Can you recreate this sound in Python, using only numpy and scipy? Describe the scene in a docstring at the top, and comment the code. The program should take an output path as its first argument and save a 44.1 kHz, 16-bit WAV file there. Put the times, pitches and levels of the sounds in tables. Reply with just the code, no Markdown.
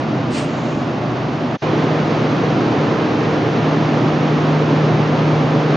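"""An electric commuter train stands at a roofed platform, its fans and auxiliary machines running.
First, down the platform, filtered noise makes a low drone and an air rush, and a valve lets off one short puff.
The sound drops out for a moment, leaving a faint hiss, and resumes from a spot nearer the blowers.
There the hum of a motor-generator, two wavering sines, swells as the microphone turns."""
import sys
import numpy as np
from scipy import signal
from scipy.fft import rfft, irfft
from scipy.io import wavfile

SR = 44100
rng = np.random.default_rng(int(sys.argv[2]) if len(sys.argv) > 2 else 0)


def transcribe(u):
    """Save the signal u as a 16-bit wav file named by the first command-line argument.

    u: samples, shape (n,) or (channels, n), limited to [-1, 1]; the rate is SR.
    q: integer samples, one column per channel.
    """
    v = np.clip(np.atleast_2d(u).T, -1, 1)
    q = np.round(v * 32767).astype(np.int16)
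    wavfile.write(sys.argv[1], SR, q)


N = 254016

# the break between the far spot and the near one
BREAK_START_S, BREAK_END_S = 1.573, 1.618
TIME = np.arange(N) / SR  # seconds
BINS = np.maximum(np.arange(N // 2 + 1) * SR / N, 1)  # Hz, kept above zero for the log axis
LEFT_RIGHT = np.array([[1], [-1]])


def from_db(db):
    """Decibels to gain."""
    return 10 ** (np.asarray(db) / 20)


def rms_one(x):
    """Scale to unit power, over both sides together."""
    return x / np.sqrt(np.mean(x ** 2) + 1e-20)


def over_hz(points):
    """A table read at every frequency, on a log axis."""
    hz, value = np.transpose(points)
    return np.interp(np.log(BINS), np.log(hz), value)


def drift(rate_hz):
    """Random wander of spread 1, mostly slower than the given rate."""
    spectrum = rfft(rng.standard_normal(N))
    return rms_one(irfft(spectrum / (1 + (BINS / rate_hz) ** 2), N))


def ramp(start_s, length_s):
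    """A straight rise from 0 to 1."""
    return np.clip((TIME - start_s) / length_s, 0, 1)


def envelope(start_s, attack_s, hold_s, fall_db_per_s):
    """Gain that rises to 1, holds, then dies away."""
    falling_s = np.maximum(TIME - start_s - attack_s - hold_s, 0)
    return ramp(start_s, attack_s) * from_db(-fall_db_per_s * falling_s)


def by_spot(far, near):
    """The far spot is heard before the middle of the break, the near one after it."""
    return np.where(TIME < (BREAK_START_S + BREAK_END_S) / 2, far, near)


def turbulence(colour, booms=()):
    """Stereo spectrum of rushing air, lifted at its resonances; reflections make the two sides differ."""
    # Stereo image of the air noise. Each row: frequency in Hz, left-right likeness from 0 to 1.
    likeness = [(30, 0.78), (100, .99), (300, 0.975), (600, 0.88), (1000, 0.73), (2200, 0.58), (3300, 0.67),
                (4500, 1)]
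    # Each row: frequency in Hz, left minus right in dB.
    balance = [(80, 1.3), (250, -0.86), (600, -0.48), (1500, -1.6), (2800, -1.5), (4800, -0.087)]
    level_db = over_hz(colour)
    for hz, width, lift_db in booms:
        level_db = level_db + lift_db / (1 + (2 * (BINS - hz) / width) ** 2)
    alike = np.clip(over_hz(likeness), 0, 1)
    mid, side = rfft(rng.standard_normal((2, N)))
    image = np.sqrt(1 + alike) * mid + LEFT_RIGHT * np.sqrt(1 - alike) * side
    return from_db(level_db + LEFT_RIGHT * over_hz(balance) / 2) * image


def hiss(level_db, colour):
    """Steady noise of a given colour and RMS level."""
    return from_db(level_db) * rms_one(irfft(turbulence(colour), N))


def wandering(spectrum):
    """Noise in overlapping registers, most wandering slightly in level, the one at 320 Hz steady."""
    # Registers of the drone. Each row: centre in Hz, depth of the wander in dB (either sign).
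    registers = [(120, -0.35), (240, 0.5), (320, 0), (440, 1.3)]
    centres, depths_db = np.transpose(registers)
    total = 0
    for only, depth_db in zip(np.eye(len(registers)), depths_db):
        share = over_hz(np.c_[centres, only])  # 1 at its own centre, 0 at the others
        total = total + irfft(spectrum * share, N) * from_db(depth_db * drift(3))
    return total


def fans(colour, booms, drone_db, rush_db, flutter_db, split_hz=450):
    """Fan noise: the wandering drone of the casings below, the fluttering rush of the outlets above."""
    air = turbulence(colour, booms)
    low_share = 1 / (1 + (BINS / split_hz) ** 8)
    drone = rms_one(wandering(air * low_share))
    rush = rms_one(irfft(air * (1 - low_share), N))
    return drone * from_db(drone_db) + rush * from_db(rush_db + flutter_db * drift(16.0))


def air_valve(sputter_db):
    """A short, sputtering jet of compressed air, bright then fuller; a thin leak outlasts it."""
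    # Colours of the puff, the leak past the valve seat and the blast.
    # Each row: frequency in Hz, relative level in dB per Hz.
    puff_colour = [(1500, -18), (3000, 0), (4200, 3), (6500, -3), (8800, -5), (11000, -14)]
    leak_colour = [(2500, -32), (4500, 1.5), (6500, 18.5), (7600, 8.5), (8800, -29)]
    blast_colour = [(600, -30), (1500, -2.5), (2400, 7), (4000, -10), (6500, -18), (9000, -55)]
    valve_s, opening_s = 0.3, 0.05
    jet_open = 1 - ramp(0.435, 0.058)  # the jet is pinched off

    puff = hiss(-34, puff_colour)
    puff = puff * envelope(valve_s, opening_s, hold_s=0.031, fall_db_per_s=95) * jet_open
    leak = hiss(-52, leak_colour)
    leak = leak * envelope(valve_s, opening_s, hold_s=0.42, fall_db_per_s=76)
    # the fuller blast joins when the valve is nearly wide open
    blast = hiss(-31, blast_colour)
    blast = blast * envelope(0.343, attack_s=0.005, hold_s=0.010, fall_db_per_s=85)
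    return (puff + blast) * from_db(sputter_db * drift(60)) + leak


def generator(waver_db, octave_waver_db, phase_wander, left_lead):
    """A steady rotor hums with its octave; the octave wavers more. Phases are in radians."""
    # At the near spot the microphone moves through the hum's standing waves.
    # Each row: time in seconds, fundamental in dB, octave in dB.
    near_hum = [(1.95, -23, -43), (2.45, -26, -29), (3.45, -26.5, -26.5), (3.7, -22, -29.5),
                (4.3, -19.5, -32.5), (4.6, -18, -31), (5.05, -17.5, -36.5), (5.35, -17.5, -25.5),
                (5.75, -19, -33)]
    hum_hz, far_hum_db, far_octave_db = 152.85, -32, -46
    s, near_hum_db, near_octave_db = np.transpose(near_hum)
    hum_db = by_spot(far_hum_db, np.interp(TIME, s, near_hum_db))
    octave_db = by_spot(far_octave_db, np.interp(TIME, s, near_octave_db))

    phase = 2 * np.pi * hum_hz * TIME + phase_wander * drift(1.5)
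    phase = phase + left_lead * np.array([[1], [0]])  # the left side runs ahead
    first = from_db(hum_db + waver_db * drift(4.0)) * np.sin(phase)
    octave_gain = from_db(octave_db + octave_waver_db * drift(7.4))
    second = octave_gain * np.sin(2 * phase + 0.7 * drift(1.5))
    return np.sqrt(2) * (first + second)  # makes the dB levels RMS


def scene():
    """First the far spot with the valve's puff, then the near one; the hum runs through both."""
    # Fan noise down the platform and near the blowers.
    # Each row: frequency in Hz, relative level in dB per Hz.
    far_rush = [(25, -36.5), (55, -31.5), (78, -23), (115, -9.5), (160, -6), (188, -8.5), (240, -2.5),
                (300, -4.5), (350, -6), (410, -10.5), (680, -11.5), (1150, -12.5), (1600, -19), (2800, -24),
                (4500, -32), (6300, -39.5), (7400, -50), (8500, -95.5)]
    near_rush = [(25, -37.5), (55, -27), (80, -20), (112, -3.5), (190, -2.5), (290, 0.5), (420, -3.5),
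                 (700, -6), (1150, -14), (1600, -16), (2800, -21.5), (4200, -28), (6400, -37), (7400, -49),
                 (8500, -95)]
    # Booming air spaces of the ducts and under the cars, for each spot.
    # Each row: centre in Hz, width in Hz, lift in dB.
    far_booms = [(57, 10, 13), (125.8, 9.1, 10.5), (243, 14, 1.5), (510, 24, 4.5), (601, 37, 6.5),
                 (680, 26, 3.5), (727, 140, 4)]
    near_booms = [(58.3, 16, 3.7), (110, 7, 2.2), (125, 19, 4.5), (234, 21, 3), (283, 9.5, 1.8),
                  (349, 5.1, 1.8), (454, 52, 2.8), (1036, 110, 3), (1230, 240, 3.1)]

    far = fans(far_rush, far_booms, drone_db=-21, rush_db=-26, flutter_db=0.5)
    # the near drone comes back softly, 4.5 dB down at first
    near_drone_db = -18.5 - 4.5 * (1 - ramp(BREAK_END_S, 0.074))
    near = fans(near_rush, near_booms, near_drone_db, rush_db=-22, flutter_db=0.33)
    # the fan noise near the blowers stays practically steady
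    near = near * from_db(0.08 * ramp(3.2, 1.47))
    hum = generator(waver_db=0.74, octave_waver_db=-1.5, phase_wander=0.15, left_lead=0.13)
    return by_spot(far, near) + hum + air_valve(sputter_db=1.0)


def record(dry):
    """The sound breaks off briefly between the two spots, leaving a faint hiss that grows; the top is cut."""
    # Hiss inside the break. Each row: frequency in Hz, relative level in dB per Hz.
    hiss_colour = [(100, -1), (3500, -2), (6500, -4.5), (8000, -40)]
    fade_out_s, fade_in_s = 0.016, 0.007
    start_depth_db, start_hiss_db, rise_db = -48, -55.5, 10.5  # the rise lifts both
    cutoff_hz = 10400  # from here up, at least 70 dB down

    muted = ramp(BREAK_START_S - fade_out_s, fade_out_s) - ramp(BREAK_END_S, fade_in_s)
    creep_db = rise_db * ramp(BREAK_START_S, BREAK_END_S - BREAK_START_S)
    inside = dry * from_db(start_depth_db) + hiss(start_hiss_db, hiss_colour)
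    inside = inside * from_db(creep_db)
    broken = (1 - muted) * dry + muted * inside
    top_cut = signal.cheby2(14, 70, cutoff_hz, fs=SR, output="sos")
    return signal.sosfilt(top_cut, broken)


dry = scene()
out = record(dry)
transcribe(out)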